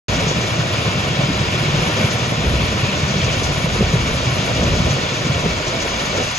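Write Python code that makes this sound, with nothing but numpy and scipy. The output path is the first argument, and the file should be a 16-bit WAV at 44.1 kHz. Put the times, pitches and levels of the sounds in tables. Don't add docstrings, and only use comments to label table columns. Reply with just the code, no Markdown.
import sys
import numpy as np
from scipy import signal
from scipy.fft import rfft, irfft
from scipy.io import wavfile
from scipy.ndimage import uniform_filter1d

SR = 44100
rng = np.random.default_rng(int(sys.argv[2]) if len(sys.argv) > 2 else 0)


def generate_wav(sig):
    pcm = np.round(np.clip(np.atleast_2d(sig).T, -1, 1) * 32767).astype(np.int16)
    wavfile.write(sys.argv[1], SR, pcm)


N = 281358
TIME, HZ = np.arange(N) / SR, np.maximum(np.arange(N // 2 + 1) * SR / N, 1)


def from_db(db):
    return 10 ** (np.asarray(db) / 20)


def unit_power(x):
    return x / np.sqrt(np.mean(x ** 2) + 1e-20)


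def over_time(curve):
    return np.interp(TIME, *np.transpose(curve))


def over_hz(hz, values):
    return np.interp(np.log(HZ), np.log(hz), values)


def coloured(x, spectrum):
    gain = from_db(over_hz(*np.transpose(spectrum)))
    return unit_power(irfft(rfft(x) * gain, N))


def drift(rate_hz, step=40, settle=2000):
    pole = np.exp(-2 * np.pi * rate_hz * step / SR)
    noise = rng.standard_normal(N // step + settle + 2)
    slow = signal.lfilter([1], [1, -2 * pole, pole ** 2], noise)[settle:]
    return np.interp(np.arange(N) / step, np.arange(len(slow)), unit_power(slow))


def flutter(rate_hz):
    wobble = drift(rate_hz)
    return unit_power(wobble - uniform_filter1d(wobble, SR // 8))


def steadied(x, span_s=0.09):
    power = uniform_filter1d(x ** 2, int(span_s * SR))
    return x / np.sqrt(np.maximum(power, 0) + 1e-3)


def swells(rows):
    power = 0
    for peak_s, length_s, db in rows:
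        position = np.clip((TIME - peak_s) / length_s, -.5, .5)
        power += (from_db(db) * np.cos(np.pi * position)) ** 2
    return np.sqrt(power)


def closing_fade(start_s=6.227, db_per_s=94):
    return from_db(-db_per_s * np.maximum(TIME - start_s, 0))


def resonate(x, hz, width_hz):
    r = np.exp(-np.pi * width_hz / SR)
    feedback = [1, -2 * r * np.cos(2 * np.pi * hz / SR), r * r]
    return signal.lfilter(np.array([1, 0, -1]) * (1 - r * r) / 2, feedback, x + 1e-18)


def impacts(per_s, spread_db):
    sizes = from_db(spread_db * np.minimum(rng.exponential(1, (2, N)), 4))
    signs = rng.choice([-1, 1], (2, N))
    return sizes * signs * (rng.random((2, N)) < per_s / SR)


def clinks(per_s, band_hz=(2150, 4200), width_hz=40, spread_db=1.0, count=24):
    pitches = np.geomspace(*band_hz, count) * rng.uniform(.98, 1.02, count)
    clicks, size = impacts(per_s, spread_db), rng.integers(0, count, N)
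    return unit_power(sum(resonate(clicks * (size == k), hz, width_hz) for k, hz in enumerate(pitches)))


# (frequency [Hz], relative level [dB])
HISS_SPECTRUM = [(9000, -48), (10000, -9.5), (10700, 14), (11300, 17), (11700, -39.5)]
# (time [s], level [dB])
HISS_LEVEL = [(0.2, -56), (1.2, -54), (1.75, -54), (2.13, -49), (2.35, -56), (3.2, -54), (4.2, -53.5),
              (5.4, -55.5), (6.3, -54)]

def top_hiss(flicker_db=7):
    level_db = over_time(HISS_LEVEL) + flicker_db * np.clip(drift(10), -3, 1.3)
    return coloured(rng.standard_normal((2, N)), HISS_SPECTRUM) * from_db(level_db)


# (frequency [Hz], relative level [dB])
WIND_SPECTRUM = [(15, -27), (25, -14), (40, -16), (55, 2), (75, -8), (110, -17), (250, -13), (600, -52.5)]
# (peak time [s], length [s], relative level [dB])
GUSTS = [(0.14, 0.34, -26), (1.36, 0.22, -32), (1.76, 0.22, -28), (2.56, 0.42, -23.5), (3.45, 0.97, -30.5),
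         (3.84, 0.35, -24), (4.1, 0.36, -25.5), (4.45, 0.37, -35), (4.74, 0.45, -23.5), (5.49, 0.25, -27),
         (5.95, 1, -33)]

def wind(breeze_db=-40, gust_gain_db=1.0, lumps_db=0.5):
    strength = np.hypot(from_db(breeze_db), from_db(gust_gain_db) * swells(GUSTS))
    eddies = steadied(coloured(rng.standard_normal((2, N)), WIND_SPECTRUM))
    return eddies * strength * from_db(lumps_db * flutter(28))


# (frequency [Hz], relative level [dB])
SPRAY_SPECTRUM = [(2500, -31), (4300, -2.5), (5200, -3), (5650, -3), (6200, 2), (7300, -6), (7700, -6),
                  (9000, -41)]
# (time [s], level [dB])
SPRAY_LEVEL = [(0.1, -33), (0.45, -37), (1.4, -54), (2.15, -35), (2.4, -46), (3.0, -37), (3.45, -33),
               (3.6, -38.5), (5.0, -36.5), (5.5, -38.5), (5.95, -35.5), (6.38, -33)]

def spray(splash_db=3.5):
    drops = coloured(impacts(per_s=20000, spread_db=2.5), SPRAY_SPECTRUM)
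    return drops * from_db(over_time(SPRAY_LEVEL) + splash_db * flutter(12))


# (frequency [Hz], relative level [dB])
RUMBLE_SPECTRUM = [(35, -47), (65, -11.5), (95, -1.5), (130, -1.5), (175, -5), (215, -9.5), (280, -16.5),
                   (700, -62.5)]
GRINDING_SPECTRUM = [(120, -9), (250, 0), (330, 1.5), (420, 0), (510, 4), (630, 3.5), (760, -5), (1000, -8),
                     (2000, -50)]
# (time [s], relative level [dB])
RUMBLE_LEVEL = [(0.1, -21.5), (1.3, -22), (2.05, -22), (3.2, -21.5), (4.2, -23.5), (4.93, -19), (5.06, -26),
                (5.3, -23), (5.43, -20.5), (5.6, -27.5), (6.0, -29.5), (6.38, -22)]
GRINDING_LEVEL = [(0.1, -27), (0.6, -27.5), (1.6, -29.5), (2.0, -27), (2.21, -29), (2.45, -27.5),
                  (3.0, -28.5), (3.75, -28.5), (4.05, -29), (4.6, -26), (5.2, -29), (5.55, -27.5),
                  (5.8, -27), (6.1, -30.5), (6.38, -25.5)]

def crusher(rumble_gain_db=-1.0, tumble_db=1.44, rumble_surge_db=0.53, grinding_surge_db=1.93):
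    surge = flutter(23)
    rumble = steadied(coloured(impacts(per_s=1500, spread_db=2.5), RUMBLE_SPECTRUM))
    rumble *= from_db(over_time(RUMBLE_LEVEL) + rumble_gain_db)
    rumble *= from_db(tumble_db * flutter(14) + rumble_surge_db * surge)
    grinding = steadied(coloured(impacts(per_s=2400, spread_db=1.5), GRINDING_SPECTRUM))
    grinding *= from_db(over_time(GRINDING_LEVEL) + grinding_surge_db * surge)
    return (rumble + grinding) * closing_fade()


# (time [s], base level [dB], pitch [Hz], knock gain [dB])
THUDS = [(0.178, -8, 119, -17), (0.234, -11, 153, -23), (0.264, -8, 153, -8), (0.587, -3.5, 140, -27),
         (0.856, -5.5, 116, -12), (0.952, -3.5, 129, -18), (1.187, -4.5, 155, -32), (1.228, -9, 134, -19),
         (1.284, -5.5, 187, -17), (1.297, -7, 268, -17), (1.404, -8, 144, -26), (1.549, -10, 140, -28),
         (1.599, -4.5, 137, -32), (1.648, -8, 166, -25), (1.678, -2, 143, -15), (1.738, -2.5, 152, -26),
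         (1.787, -2, 144, -18), (1.819, -3.5, 146, -15), (2.006, -9, 213, -18), (2.038, -1, 124, -26),
         (2.275, -6, 128, -21), (2.392, -13, 137, -24), (2.456, -4.5, 139, -17), (2.465, -6, 67, -12),
         (2.493, -9, 147, -17), (2.535, -9, 66, -7), (2.596, -10, 191, -16), (2.621, -11, 67, -20),
         (2.823, -3, 118, -15), (3.029, -4.5, 153, -18), (3.105, -11, 137, -19), (3.152, -5.5, 182, -12),
         (3.18, -6, 169, -13), (3.233, -6, 122, -19), (3.308, -9, 138, -20), (3.43, -8, 76, -31),
         (3.639, -1.5, 159, -29), (3.759, -22, 160, 6), (3.805, -1, 200, -7), (3.823, -5, 105, -4),
         (3.833, -7, 72.4, -25), (3.932, 1.2, 148, -16), (3.951, -3, 125, -11), (4.014, -8, 68, -19),
         (4.266, -3, 122, -17), (4.32, -4, 132, -31), (4.427, -5, 140, -24), (4.596, -8, 74, -10),
         (4.625, -6, 201, -17), (4.64, -8.5, 73, -20), (4.67, -7, 111, -18), (4.733, -4.5, 106, -8),
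         (4.761, -13, 152, -2), (4.842, -6, 108, -20), (4.861, -8, 80, -12), (4.899, -5, 117, -20),
         (4.944, -16, 125, -24), (5.201, -11, 134, -28), (5.244, -7, 150, -13), (5.265, -9.5, 268, -14),
         (5.295, -3, 128, -31), (5.457, -11, 156, 0.5)]

def thuds(boom_gain_db=-8.0, knock_hz=420, knock_s=0.0014, knock_lag_s=0.0032):
    out = np.zeros(N)
    for start_s, db, hz, knock_gain_db in THUDS:
        boom_phase, knock_phase = rng.uniform(0, 2 * np.pi, 2)
        at = int(start_s * SR)
        t = TIME[:min(SR // 5, N - at)]
        swell_s = 0.0046 * (140 / hz) ** 0.54
        boom_age = t / swell_s
        boom = (boom_age / 2) ** 2 * np.exp(2 - boom_age) * np.sin(2 * np.pi * hz * t + boom_phase)
        knock_age = np.maximum(t - knock_lag_s, 0) / knock_s
        knock = knock_age * np.exp(1 - knock_age) * np.sin(2 * np.pi * knock_hz * t + knock_phase)
        out[at:at + len(t)] += from_db(db + boom_gain_db) * boom + from_db(db + knock_gain_db) * knock
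    return out


def cobbles(large_db=-32.5, small_db=-36.0, pebble_db=-35.0):
    large = clinks(per_s=170, band_hz=(329.8, 696.3), width_hz=13.5, spread_db=-0.3, count=12)
    small = clinks(per_s=130, band_hz=(971.5, 1449.6), width_hz=15, count=10)
    pebbles = clinks(per_s=300, band_hz=(2304, 5187), width_hz=22, spread_db=1.3, count=40)
    rocks = from_db(large_db) * large + from_db(small_db) * small
    return rocks * closing_fade() + from_db(pebble_db) * pebbles


# (peak time [s], length [s], base level [dB], gravel gain [dB])
SLIDES = [(1.224, 0.077, -25.5, -5), (1.85, 0.41, -34, 2.5), (2.016, 0.13, -28.5, -1),
          (4.498, 0.13, -32, -5.5), (4.66, 0.16, -26.5, -9.5), (4.88, 0.073, -28.5, -23),
          (6.01, 0.093, -32, -1), (6.18, 0.17, -26.5, -6.5)]

def slides(coarse_gain_db=3.0):
    coarse = from_db(coarse_gain_db) * coloured(impacts(per_s=2400, spread_db=3.0), GRINDING_SPECTRUM)
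    gravel = coloured(impacts(per_s=2500, spread_db=-5.0), GRAVEL_SPECTRUM)
    return sum((coarse + from_db(gravel_db) * gravel) * swells([swell]) for *swell, gravel_db in SLIDES)


# (time [s], relative level [dB])
CLACKS = [(0.318, -23), (0.762, -22), (1.217, -21), (3.215, -13), (3.687, -20), (5.091, -18), (5.251, -35)]

def clacks(gain_db=-4.0, rise_s=0.001, ring_s=0.0057, bounce_s=0.017, bounce_db=-7.0, count=7):
    out, t = np.zeros(N + SR), TIME[:SR // 8]
    envelope = np.exp(-t / ring_s) * (1 - np.exp(-t / rise_s))
    for start_s, db in CLACKS:
        pitches_hz = 1900 * (4400 / 1900) ** rng.random(count)
        ring = envelope * np.sin(2 * np.pi * np.outer(pitches_hz, t)).sum(axis=0) / np.sqrt(count)
        for lag_s, loss_db in ((0, 0), (bounce_s, bounce_db)):
            at = int((start_s + lag_s) * SR)
            out[at:at + len(t)] += from_db(db + gain_db + loss_db) * ring
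    return out[:N]


# (peak time [s], length [s], relative level [dB])
RATTLES = [(0.85, 0.23, -30), (1.22, 0.17, -35.5), (1.72, 0.74, -33), (2.05, 0.3, -32.5),
           (2.63, 0.22, -30.5), (2.87, 0.2, -31), (3.28, 0.34, -29), (4.5, 0.51, -40)]

def rattles(gain_db=0.5):
    stones = unit_power(resonate(clinks(per_s=630), hz=2550, width_hz=600))
    return stones * from_db(gain_db) * swells(RATTLES)


# (frequency [Hz], width [Hz], relative level [dB])
STEEL_MODES = [(756.6, 24, -2), (1010, 250, -1), (1317, 110, -5.5), (1860, 200, -0.5), (2142, 49, -7),
               (2273, 16, -2.1), (2377, 65, -8.5), (2837, 170, -2.5), (3364, 58, -7), (5110, 160, -12)]

def ringing_steel(steel_db=-30.5, clink_db=-36.5):
    steel = sum(from_db(db) * unit_power(resonate(impacts(per_s=700, spread_db=4.5), hz, width_hz))
                for hz, width_hz, db in STEEL_MODES)
    return from_db(steel_db) * unit_power(steel) + from_db(clink_db) * clinks(per_s=240)


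# (frequency [Hz], relative level [dB])
GRAVEL_SPECTRUM = [(400, -21), (740, -5), (850, 0), (950, 0), (1080, -0.5), (1300, -1.5), (1490, 0.5),
                   (1650, 1), (1850, -1.5), (2030, -3.5), (2800, -5.5), (5000, -26)]
GRIT_SPECTRUM = [(1400, -21.5), (1950, -11), (2150, -3), (2450, 0.5), (2850, 0), (3500, 0), (4300, -5),
                 (5300, -4.5), (5600, -6.5), (6100, -5.5), (7300, -9), (7700, -8.5), (9000, -58)]
# (time [s], level above the usual flow [dB])
ROCK_FLOW = [(0.2, 1.6), (0.55, 0), (0.82, 0.5), (1.25, 0.5), (1.95, 1.8), (2.42, -0.2), (2.7, 0.6),
             (3.3, 0.5), (3.65, -0.2), (4.5, 0.6), (5.05, 0.5), (5.38, -0.5), (6.15, 0.4), (6.38, 0.2)]

def shaking_screen(stroke_hz=16.53, shake_db=0.4, pour_db=-28.5, flutter_db=0.87):
    flow_db = over_time(ROCK_FLOW)
    toss = from_db(shake_db * np.sin(2 * np.pi * stroke_hz * TIME))
    gravel = coloured(impacts(per_s=3500, spread_db=2.0), GRAVEL_SPECTRUM)
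    gravel *= from_db(pour_db + 0.93 * flow_db + flutter_db * flutter(18))
    grit = coloured(impacts(per_s=16000, spread_db=2.5), GRIT_SPECTRUM)
    grit *= from_db(pour_db + flow_db + flutter_db * flutter(20))
    return toss * (gravel + grit + ringing_steel() * from_db(flow_db) + rattles())


# (frequency [Hz], likeness [0-1], phase lead of the left [rad])
CHANNEL_LIKENESS = [(60, .94, 0), (300, .93, 0), (520, .84, .25), (720, .76, 1.1), (870, .68, 2.6),
                    (960, .45, 1.0), (1080, .68, 1.2), (1220, .62, 1.75), (1450, .52, 1.3),
                    (1560, .55, 2.3), (1620, .75, 2.95), (1680, .75, -2.8), (1780, .45, -1.3),
                    (1900, .36, -.2), (2020, .35, -2.6), (2140, .6, -.7), (2270, .88, 0), (2480, .63, .95),
                    (2650, .65, .55), (3100, .66, 1.6), (3330, .6, 1.15), (3500, .62, 1.4),
                    (4000, .47, 1.05), (4650, .33, .9), (4900, .33, -.3), (5500, .5, -.6),
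                    (5750, .58, -2.0), (6400, .94, -.1), (6850, .92, -.1), (7500, 1, 3.14),
                    (10000, 1, 3.14), (11400, .45, .6)]
# (frequency [Hz], left minus right [dB])
CHANNEL_BALANCE = [(300, 0), (450, -.5), (640, -4), (800, -.5), (930, 2.6), (1070, 1), (1300, 3.2),
                   (1650, .7), (2000, 1), (2280, -.7), (2650, 1.6), (2850, .4), (3150, 3.2), (3350, 2),
                   (3620, 4), (4100, 1.9), (4800, 3.8), (5200, 3.4), (6000, -.3), (6800, 0)]

def stereo_image(pair):
    direct, scattered = rfft(pair)
    hz, likeness, phase = np.transpose(CHANNEL_LIKENESS)
    coherence = over_hz(hz, np.clip(likeness, 0, .999) * np.exp(1j * phase))
    common = np.sqrt((1 + abs(coherence)) / 2) * direct
    apart = np.sqrt((1 - abs(coherence)) / 2) * scattered
    lean = from_db(over_hz(*np.transpose(CHANNEL_BALANCE)) / 2)
    left = (common + apart) * lean
    right = (common - apart) / lean * np.exp(-1j * np.angle(coherence))
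    return irfft([left, right], N)


def scene():
    plant = shaking_screen() + crusher() + cobbles() + slides() + spray()
    return stereo_image(plant + wind() + top_hiss()) + thuds() + clacks()


def record(dry, start_s=0.082, rise_s=0.002, cutoff_hz=11700):
    opened = np.clip((TIME - start_s) / rise_s, 0, 1)
    lowpass = signal.ellip(12, .1, 90, cutoff_hz, fs=SR, output="sos")
    return signal.sosfilt(lowpass, dry * opened)


dry = scene()
out = record(dry)
generate_wav(out)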